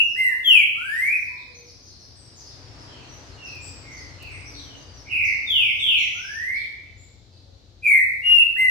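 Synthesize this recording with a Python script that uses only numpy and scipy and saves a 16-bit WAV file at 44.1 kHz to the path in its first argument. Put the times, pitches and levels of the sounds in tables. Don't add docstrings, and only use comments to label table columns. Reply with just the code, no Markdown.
import sys
import numpy as np
from scipy import signal
from scipy.fft import rfft, irfft
from scipy.io import wavfile
from scipy.ndimage import uniform_filter1d, minimum_filter1d

SR = 44100
rng = np.random.default_rng(int(sys.argv[2]) if len(sys.argv) > 2 else 0)


def materialize(psi):
    bounded = np.clip(np.atleast_2d(psi).T, -1, 1)
    quanta = np.round(bounded * 32767).astype(np.int16)
    wavfile.write(sys.argv[1], SR, quanta)


N = 383669
LEAD_SAMPLES = SR // 4
PORT_LAG_SAMPLES = 17
EDGE_HZ = 15700

# (frequency [Hz], relative density [dB])
AIR_SPECTRUM = [(25, -22), (60, 2.5), (260, -0.5), (600, -7), (800, -11), (1200, -29), (2800, -20),
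                (4000, -6.5), (5000, -13), (6500, -19), (9000, -38), (15000, -40.5)]
AIR_LEVEL_DB = -57.5
# (time [s], level [dB])
TRAFFIC_LEVEL = [(0, -62), (1.3, -62.5), (2.2, -57.5), (2.85, -46), (4.8, -49), (7.2, -64.5), (8.7, -63.5)]
# (frequency [Hz], relative density [dB])
TRAFFIC_SPECTRUM = [(25, -25), (55, 2.5), (130, 12), (200, -5.5), (270, 5.5), (400, 1), (750, -2),
                    (1500, -5), (3000, -9), (7000, -17.5), (14000, -52)]
# (time [s], level [dB])
ENGINE_LEVEL = [(0, -59), (1.8, -56.5), (2.7, -50.5), (4.5, -49), (8.7, -54)]
# (frequency [Hz], width at half amplitude [Hz], relative level [dB])
ENGINE_MODES = [(59.6, 18, -4.5), (90.56, 5.6, 3), (111.4, 16, -5.5)]
# (frequency [Hz], correlation [-1 to 1])
EAR_CORRELATION = [(50, 0.95), (150, 0.79), (300, 0.88), (600, 0.43), (1500, 0), (8000, 0.13)]
# (frequency [Hz], difference [dB])
PORT_LEAN = [(50, 7.5), (130, 6.5), (280, 0), (600, 2.5), (2000, -2), (3000, 0), (5000, 2), (8000, 7),
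             (12000, 0.5)]
# (frequency [Hz], T60 [s])
ROOM_DECAY = [(1000, 0.74), (2500, 0.85), (4000, 0.77), (7000, 0.7), (11000, 0.64), (16000, 0.82)]

# (time [s], length [s], pitch [Hz], level [dB])
HOOT_CALLS = [(0.272, 0.12, 1016, -56.5), (1.266, 0.175, 1007, -52.5), (1.43, .29, 494, -58),
              (2.751, 0.195, 985, -57), (4.403, 0.41, 292, -55), (5.902, .55, 787, -67),
              (7.429, 0.11, 562, -62), (7.967, 0.39, 671.5, -65)]
HOOT_GLIDE, HOOT_RASP = .96, 0.27
# (time [s], start pitch [Hz], level [dB])
PIP_CALLS = [(1.54, 6260, -46), (1.82, 6380, -51), (3.08, 6050, -47), (3.91, 6340, -45),
             (4.45, 5900, -42.5), (4.585, 5990, -45), (4.93, 6000, -48), (5.24, 6125, -42),
             (6.3, 6050, -41.5)]
PIP_S, PIP_GLIDE, PIP_RASP = 0.05, 0.95, 0.11
# (time [s], start pitch [Hz], level [dB])
SEET_CALLS = [(2.15, 8150, -54.5), (3.6, 7560, -43), (4.3, 8320, -53), (5.78, 8300, -51),
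              (6.96, 7080, -53.5)]
SEET_S, SEET_GLIDE, SEET_RASP = 0.086, 1.012, 0.318
# (time [s], start pitch [Hz], level [dB])
CHURR_CALLS = [(1.35, 4130, -49), (1.64, 5680, -47.5), (1.85, 5240, -48.5), (1.98, 6050, -48),
               (2.35, 6440, -45), (2.44, 5420, -45), (2.77, 5740, -48), (3.43, 5670, -41.5),
               (3.62, 5710, -46.5), (3.95, 5550, -45), (4.53, 4400, -40.5), (5.23, 5560, -42.5),
               (5.95, 3950, -37), (5.97, 6370, -40.5), (6.53, 4680, -43), (6.57, 3730, -47.5),
               (7.31, 5040, -55.5), (7.5, 4650, -65)]
CHURR_S, CHURR_GLIDE, CHURR_RASP = 0.087, .81, .9
# (time [s], start pitch [Hz], level [dB])
SLUR_CALLS = [(-.03, 6580, -49.5), (6.09, 6755, -43)]
SLUR_S, SLUR_GLIDE, SLUR_RASP = 0.24, 0.7, 0.13
# (time [s], length [s], start pitch [Hz], end pitch [Hz], level [dB], rasp [0-1])
ANSWER_CALLS = [(2.85, 0.14, 3200, 3100, -50, 0.61), (2.92, 0.14, 3080, 2386, -52.5, 0.95),
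                (3.35, 0.27, 2914, 2333, -40, 0.27), (3.8, 0.27, 2260, 1920, -44, 0.73),
                (4.16, 0.25, 2965, 2067, -40, 0.96), (4.62, 0.17, 3326, 2710, -48.5, 0),
                (5.04, 0.18, 2303, 2160, -35, 0.8)]

# (time [s], tick before its band filter [dB], wire ring [dB])
CAGE_TAPS = [(3.553, -52, -81), (4.226, -43, -74), (6.84, -72, -58), (7.32, -81, -67)]
# (frequency [Hz], relative level [dB], T60 [s])
WIRE_MODES = [(2640, -0.5, 0.54), (3050, -3.5, 0.86), (3488, 0, 0.94), (3460, -11.5, .9)]

# (frequency [Hz], gain [dB])
BEAK_RESPONSE = [(3000, 1), (4200, -9), (5600, -8), (7000, -4.5), (8500, -1.5), (10300, -0.5), (12000, 0),
                 (14300, -4.5), (16000, -22)]
# (time [s], length [s], pitch the glide leaves [Hz], glide [share of pitch], level [dB], fade [dB],
#  overtones [dB], rasp [0-1], straight sound as the head turns [dB], left over right [dB])
HIGH_ARCH_NOTES = [(-.2, .225, 2864, .125, -12, 15.5, -37, 0.01, -1.5, 5),
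                   (8.212, .22, 2847, 0.11, -10, 12, -34.5, 0.05, -5.5, 0.5)]
LOW_ARCH_NOTES = [(.143, .19, 2104, .2, -16, 15, -32, 0.025, -6, 2.5),
                  (8.547, .2, 2090, 0.171, -16.5, 12.4, -35, 0.0043, -1, 1.8)]
FALL_NOTES = [(.426, .21, 3479, .365, -11.5, 7, -32.5, 0.15, -3, 5),
              (5.08, .255, 2822, .28, -17, 6.2, -38.5, .8, -9, -3),
              (5.448, 0.27, 3720, .435, -13.5, 13.6, -35.5, 0.15, -11, -0.5),
              (5.772, .29, 3714, .475, -12.5, 27.7, -37, 0.17, -15, -3),
              (7.817, 0.23, 2479, .22, -13, 10.2, -35.5, .5, -3, 2.5)]
RISE_NOTES = [(.725, .465, 1399, .82, -18.5, 8.8, -31, 0.019, -5.5, 3.5),
              (6.1, .545, 1459, .615, -22.5, 22, -36, 0.052, -10.5, -1)]


def amp(db):
    return 10 ** (np.asarray(db) / 20)


def unit_rms(x):
    return x / np.sqrt(np.mean(x ** 2) + 1e-20)


def read(points, hz):
    f, value = np.transpose(points)
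    return np.interp(np.log(hz + 1), np.log(f + 1), value)


def add(mix, start_s, sound):
    first = max(LEAD_SAMPLES + round(start_s * SR), 0)
    part = mix[..., first:][..., :sound.shape[-1]]
    part += sound[..., :part.shape[-1]]


def wander(count, rate_hz):
    hz = np.fft.rfftfreq(SR, 1 / SR)
    spectrum = rfft(rng.standard_normal(SR)) * np.exp(-(hz / rate_hz) ** 2)
    return unit_rms(irfft(spectrum, SR))[:count]


def panned(x, lean_db):
    left = np.pad(x, (PORT_LAG_SAMPLES, 0))[:len(x)]
    return np.array([left, x]) * amp([[lean_db / 2], [-lean_db / 2]])


def room(x, build_s):
    spacing = 16
    count = SR // spacing
    taps = np.zeros((2, SR))
    at = np.arange(count) * spacing + rng.integers(0, spacing, (2, count))
    np.put_along_axis(taps, at, rng.choice([-1., 1.], at.shape), 1)
    hz, t, bands = signal.stft(taps, SR, nperseg=256)
    decay = amp(-60 * t / read(ROOM_DECAY, hz)[:, None])
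    bands = bands * decay * (1 - np.exp(-t / build_s))
    tail = signal.istft(bands, SR, nperseg=256)[1]
    tail = tail / np.linalg.norm(tail, axis=1)[:, None]
    return signal.fftconvolve(x[None], tail, axes=1)[:, :len(x)]


def noise(colour):
    hz = np.fft.rfftfreq(N, 1 / SR)
    a, b = rfft(rng.standard_normal((2, N)))
    same = np.clip(read(EAR_CORRELATION, hz), -1, 1)
    right = same * a + np.sqrt(1 - same ** 2) * b
    return unit_rms(irfft(np.array([a, right]) * colour(hz), N))


def still_air():
    return amp(AIR_LEVEL_DB) * noise(lambda hz: amp(read(AIR_SPECTRUM, hz)))


def traffic():
    level_db = np.interp(np.arange(N) / SR, *np.transpose(TRAFFIC_LEVEL))
    return amp(level_db) * noise(lambda hz: amp(read(TRAFFIC_SPECTRUM, hz)))


def engine():
    def resonances(hz):
        return sum(amp(db) / (1 + (2 * (hz - f) / width) ** 2) for f, width, db in ENGINE_MODES)
    level_db = np.interp(np.arange(N) / SR, *np.transpose(ENGINE_LEVEL))
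    return amp(level_db) * noise(resonances)


def syrinx(pitch_hz, rasp, buzz_hz, swing, jitter):
    count = len(pitch_hz)
    flutter_hz = buzz_hz * (1 + 0.18 * wander(count, 73))
    flutter = np.sin(2 * np.pi * np.cumsum(flutter_hz) / SR)
    drift = 0.0027 * wander(count, 98)
    shake = rasp * (swing * flutter + jitter * wander(count, 250))
    hz = pitch_hz * (1 + drift + shake)
    strength = unit_rms(1 + np.clip(rasp, 0, 1) * flutter)
    return 2 * np.pi * np.cumsum(hz) / SR, np.sqrt(2) * strength


def far_calls(rows, octave_db, straight_db, swing, jitter):
    sung = np.zeros(LEAD_SAMPLES + N)
    for start_s, length_s, from_hz, to_hz, db, rasp in rows:
        count = int(length_s * SR)
        pitch_hz = np.geomspace(from_hz, to_hz, count)
        phase, strength = syrinx(pitch_hz, rasp, buzz_hz=108.94, swing=swing, jitter=jitter)
        tone = np.sin(phase) + amp(octave_db) * np.sin(2 * phase)
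        add(sung, start_s, amp(db) * strength * tone * signal.windows.tukey(count, .6))
    return room(sung, build_s=0.007) + panned(amp(straight_db) * sung, 0)


def hoots():
    rows = [(s, length_s, hz, hz * HOOT_GLIDE, db, HOOT_RASP) for s, length_s, hz, db in HOOT_CALLS]
    return far_calls(rows, octave_db=-23.5, straight_db=-1.5, swing=.03, jitter=0.12)


def chatter(level_db=-54, low_hz=3900, high_hz=6300, from_s=0.83, until_s=6.3, count=190):
    rows = []
    for k, (when, length, start, end, size) in enumerate(rng.random((count, 5))):
        start_s = from_s + (until_s - from_s) * (k + when) / count
        length_s = 0.022 + 0.042 * length
        start_hz = low_hz + (high_hz - low_hz) * start
        end_hz = low_hz + (high_hz - low_hz) * end
        rows.append((start_s, length_s, start_hz, end_hz, level_db + 8 * (size - .5), .25))
    return far_calls(rows, octave_db=-24, straight_db=-24, swing=0.013, jitter=0.059)


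def twitters():
    kinds = [(PIP_CALLS, PIP_S, PIP_GLIDE, PIP_RASP), (SEET_CALLS, SEET_S, SEET_GLIDE, SEET_RASP),
             (CHURR_CALLS, CHURR_S, CHURR_GLIDE, CHURR_RASP), (SLUR_CALLS, SLUR_S, SLUR_GLIDE, SLUR_RASP)]
    rows = [(start_s, length_s, hz, hz * glide, db, rasp)
            for calls, length_s, glide, rasp in kinds for start_s, hz, db in calls]
    return far_calls(rows, octave_db=-23.5, straight_db=-6.5, swing=0.025, jitter=0.084)


def answers():
    return far_calls(ANSWER_CALLS, octave_db=-46, straight_db=-10.5, swing=0.0061, jitter=0.0505)


def cage_taps(decay_s=0.0061, room_db=-3, swell_s=0.02):
    knocks, t = np.zeros(LEAD_SAMPLES + N), np.arange(SR) / SR
    band = signal.butter(1, [1500, 12000], "bandpass", fs=SR, output="sos")
    ring = sum(amp(db - 60 * t / t60_s) * np.sin(2 * np.pi * hz * t) for hz, db, t60_s in WIRE_MODES)
    ring = ring * (1 - np.exp(-t / swell_s))
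    for start_s, tick_db, ring_db in CAGE_TAPS:
        tick = signal.sosfilt(band, rng.standard_normal(len(t))) * np.exp(-t / decay_s)
        add(knocks, start_s, amp(tick_db) * tick + amp(ring_db) * ring)
    return knocks + amp(room_db) * room(knocks, build_s=0.0082)


def near_walls(x, bounce_db, spread_s):
    out = x.copy()
    for ear, source in zip(out, x):
        delays_s = rng.uniform(spread_s / 10, spread_s, size=6)
        signs = rng.choice([-1, 1], size=6)
        for delay_s, sign in zip(delays_s, signs):
            lag = int(delay_s * SR) + 1
            ear[lag:] += sign * amp(bounce_db) * source[:-lag]
    return out


def throat(phase, strength, pitch_hz, reach_hz):
    carrier = np.exp(2j * np.pi * np.cumsum(pitch_hz) / SR)
    band = signal.butter(4, reach_hz, fs=SR, output="sos")
    baseband = strength * np.exp(1j * phase) / carrier
    return (carrier * signal.sosfiltfilt(band, baseband)).imag


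def overtones(phase, pitch_hz, odd_db=-11, fall_db=3, low_hz=2000, high_hz=2800, waver_db=3):
    register = np.interp(pitch_hz, [low_hz, high_hz], [0, 1])
    ripple_db = waver_db * np.tanh([wander(len(pitch_hz), 25) for _ in range(9)])
    out = np.zeros(len(pitch_hz))
    for k in range(2, 9):
        db = read(BEAK_RESPONSE, k * pitch_hz) + odd_db * register * (k % 2)
        db = db - fall_db * max(k - 6, 0) + ripple_db[k]
        out += amp(db) * (k * pitch_hz < SR / 2) * np.sin(k * phase)
    return out


def effort(t, fade_db, attack_s, crest, swell_db, swell_bend=1.52):
    u, crest = t / t[-1], np.clip(crest, .05, .95)
    before = np.maximum(1 - u / crest, 0)
    after = np.maximum((u - crest) / (1 - crest), 0)
    attack = np.minimum(t / attack_s, 1) ** 2
    return attack * amp(-swell_db * before ** swell_bend - fade_db * after ** 2)


def high_arch(t, hz, glide, fade_db, scoop=0.14, scoop_s=0.01253, lateness=5):
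    pitch_hz = hz * (1 - scoop * np.exp(-t / scoop_s) - glide * (t / t[-1]) ** lateness)
    return pitch_hz, effort(t, fade_db, attack_s=0.062, crest=0.73, swell_db=5.0)


def low_arch(t, hz, glide, fade_db, scoop=0.58, scoop_s=0.012, lateness=3):
    pitch_hz = hz * (1 - scoop * np.exp(-t / scoop_s) - glide * (t / t[-1]) ** lateness)
    return pitch_hz, effort(t, fade_db, attack_s=0.039, crest=0.47, swell_db=9.5)


def fall(t, hz, glide, fade_db, ease=1.85, shoulder=1.47):
    done = np.expm1(-ease * (t / t[-1]) ** shoulder) / np.expm1(-ease)
    return hz * (1 - glide * done), effort(t, fade_db, attack_s=0.053, crest=0.39, swell_db=1.0)


def rise(t, hz, glide, fade_db, scoop=0.32, scoop_s=.038, top=.9, bend=1.55):
    climbed = (1 - abs(1 - t / t[-1] / top)) ** bend
    pitch_hz = hz * (1 - scoop * np.exp(-t / scoop_s) + glide * climbed)
    return pitch_hz, effort(t, fade_db, attack_s=0.053, crest=0.77, swell_db=24)


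def song():
    kinds = [(high_arch, HIGH_ARCH_NOTES), (low_arch, LOW_ARCH_NOTES), (fall, FALL_NOTES), (rise, RISE_NOTES)]
    for shape, rows in kinds:
        for start_s, length_s, hz, glide, db, fade_db, *delivery in rows:
            t = np.arange(0, length_s, 1 / SR)
            pitch_hz, force = shape(t, hz, glide, fade_db)
            yield start_s, pitch_hz, amp(db) * force * signal.windows.tukey(len(t), .06), *delivery


def saltator(room_db=-3.5, beam_db=2.0, mellow_db=7):
    sung, straight = np.zeros(LEAD_SAMPLES + N), np.zeros((2, LEAD_SAMPLES + N))
    for start_s, pitch_hz, force, overtones_db, rasp, straight_db, lean_db in song():
        phase, strength = syrinx(pitch_hz, rasp, buzz_hz=132.6, swing=0.016, jitter=0.042)
        whistle = force * throat(phase, strength, pitch_hz, reach_hz=295)
        bright_db = overtones_db + mellow_db * np.linspace(.5, -.5, len(pitch_hz))
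        edge = force * strength * amp(bright_db) * overtones(phase, pitch_hz)
        add(sung, start_s, whistle + edge)
        beamed = (whistle + amp(beam_db) * edge) * amp(straight_db)
        add(straight, start_s, panned(beamed, lean_db))
    near = near_walls(straight, bounce_db=-8.5, spread_s=.018)
    return near + amp(room_db) * room(sung, build_s=0.012)


def scene():
    background = still_air() + traffic() + engine()
    indoors = hoots() + chatter() + twitters() + answers() + cage_taps() + saltator()
    return background + indoors[:, LEAD_SAMPLES:]


def limiter(x, ceiling):
    allowed = np.minimum(1, ceiling / (abs(x).max(axis=0) + 1e-9))
    return x * uniform_filter1d(minimum_filter1d(allowed, size=401), size=401)


def record(dry):
    lean_db = read(PORT_LEAN, np.fft.rfftfreq(2 * N, 1 / SR))
    ports = irfft(rfft(dry, 2 * N) * amp([lean_db / 2, -lean_db / 2]))[:, :N]
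    held = limiter(ports, ceiling=.98)
    lowpass = signal.firwin(511, EDGE_HZ, window=("kaiser", 9), fs=SR)
    return signal.oaconvolve(held, lowpass[None], "same")


dry = scene()
out = record(dry)
materialize(out)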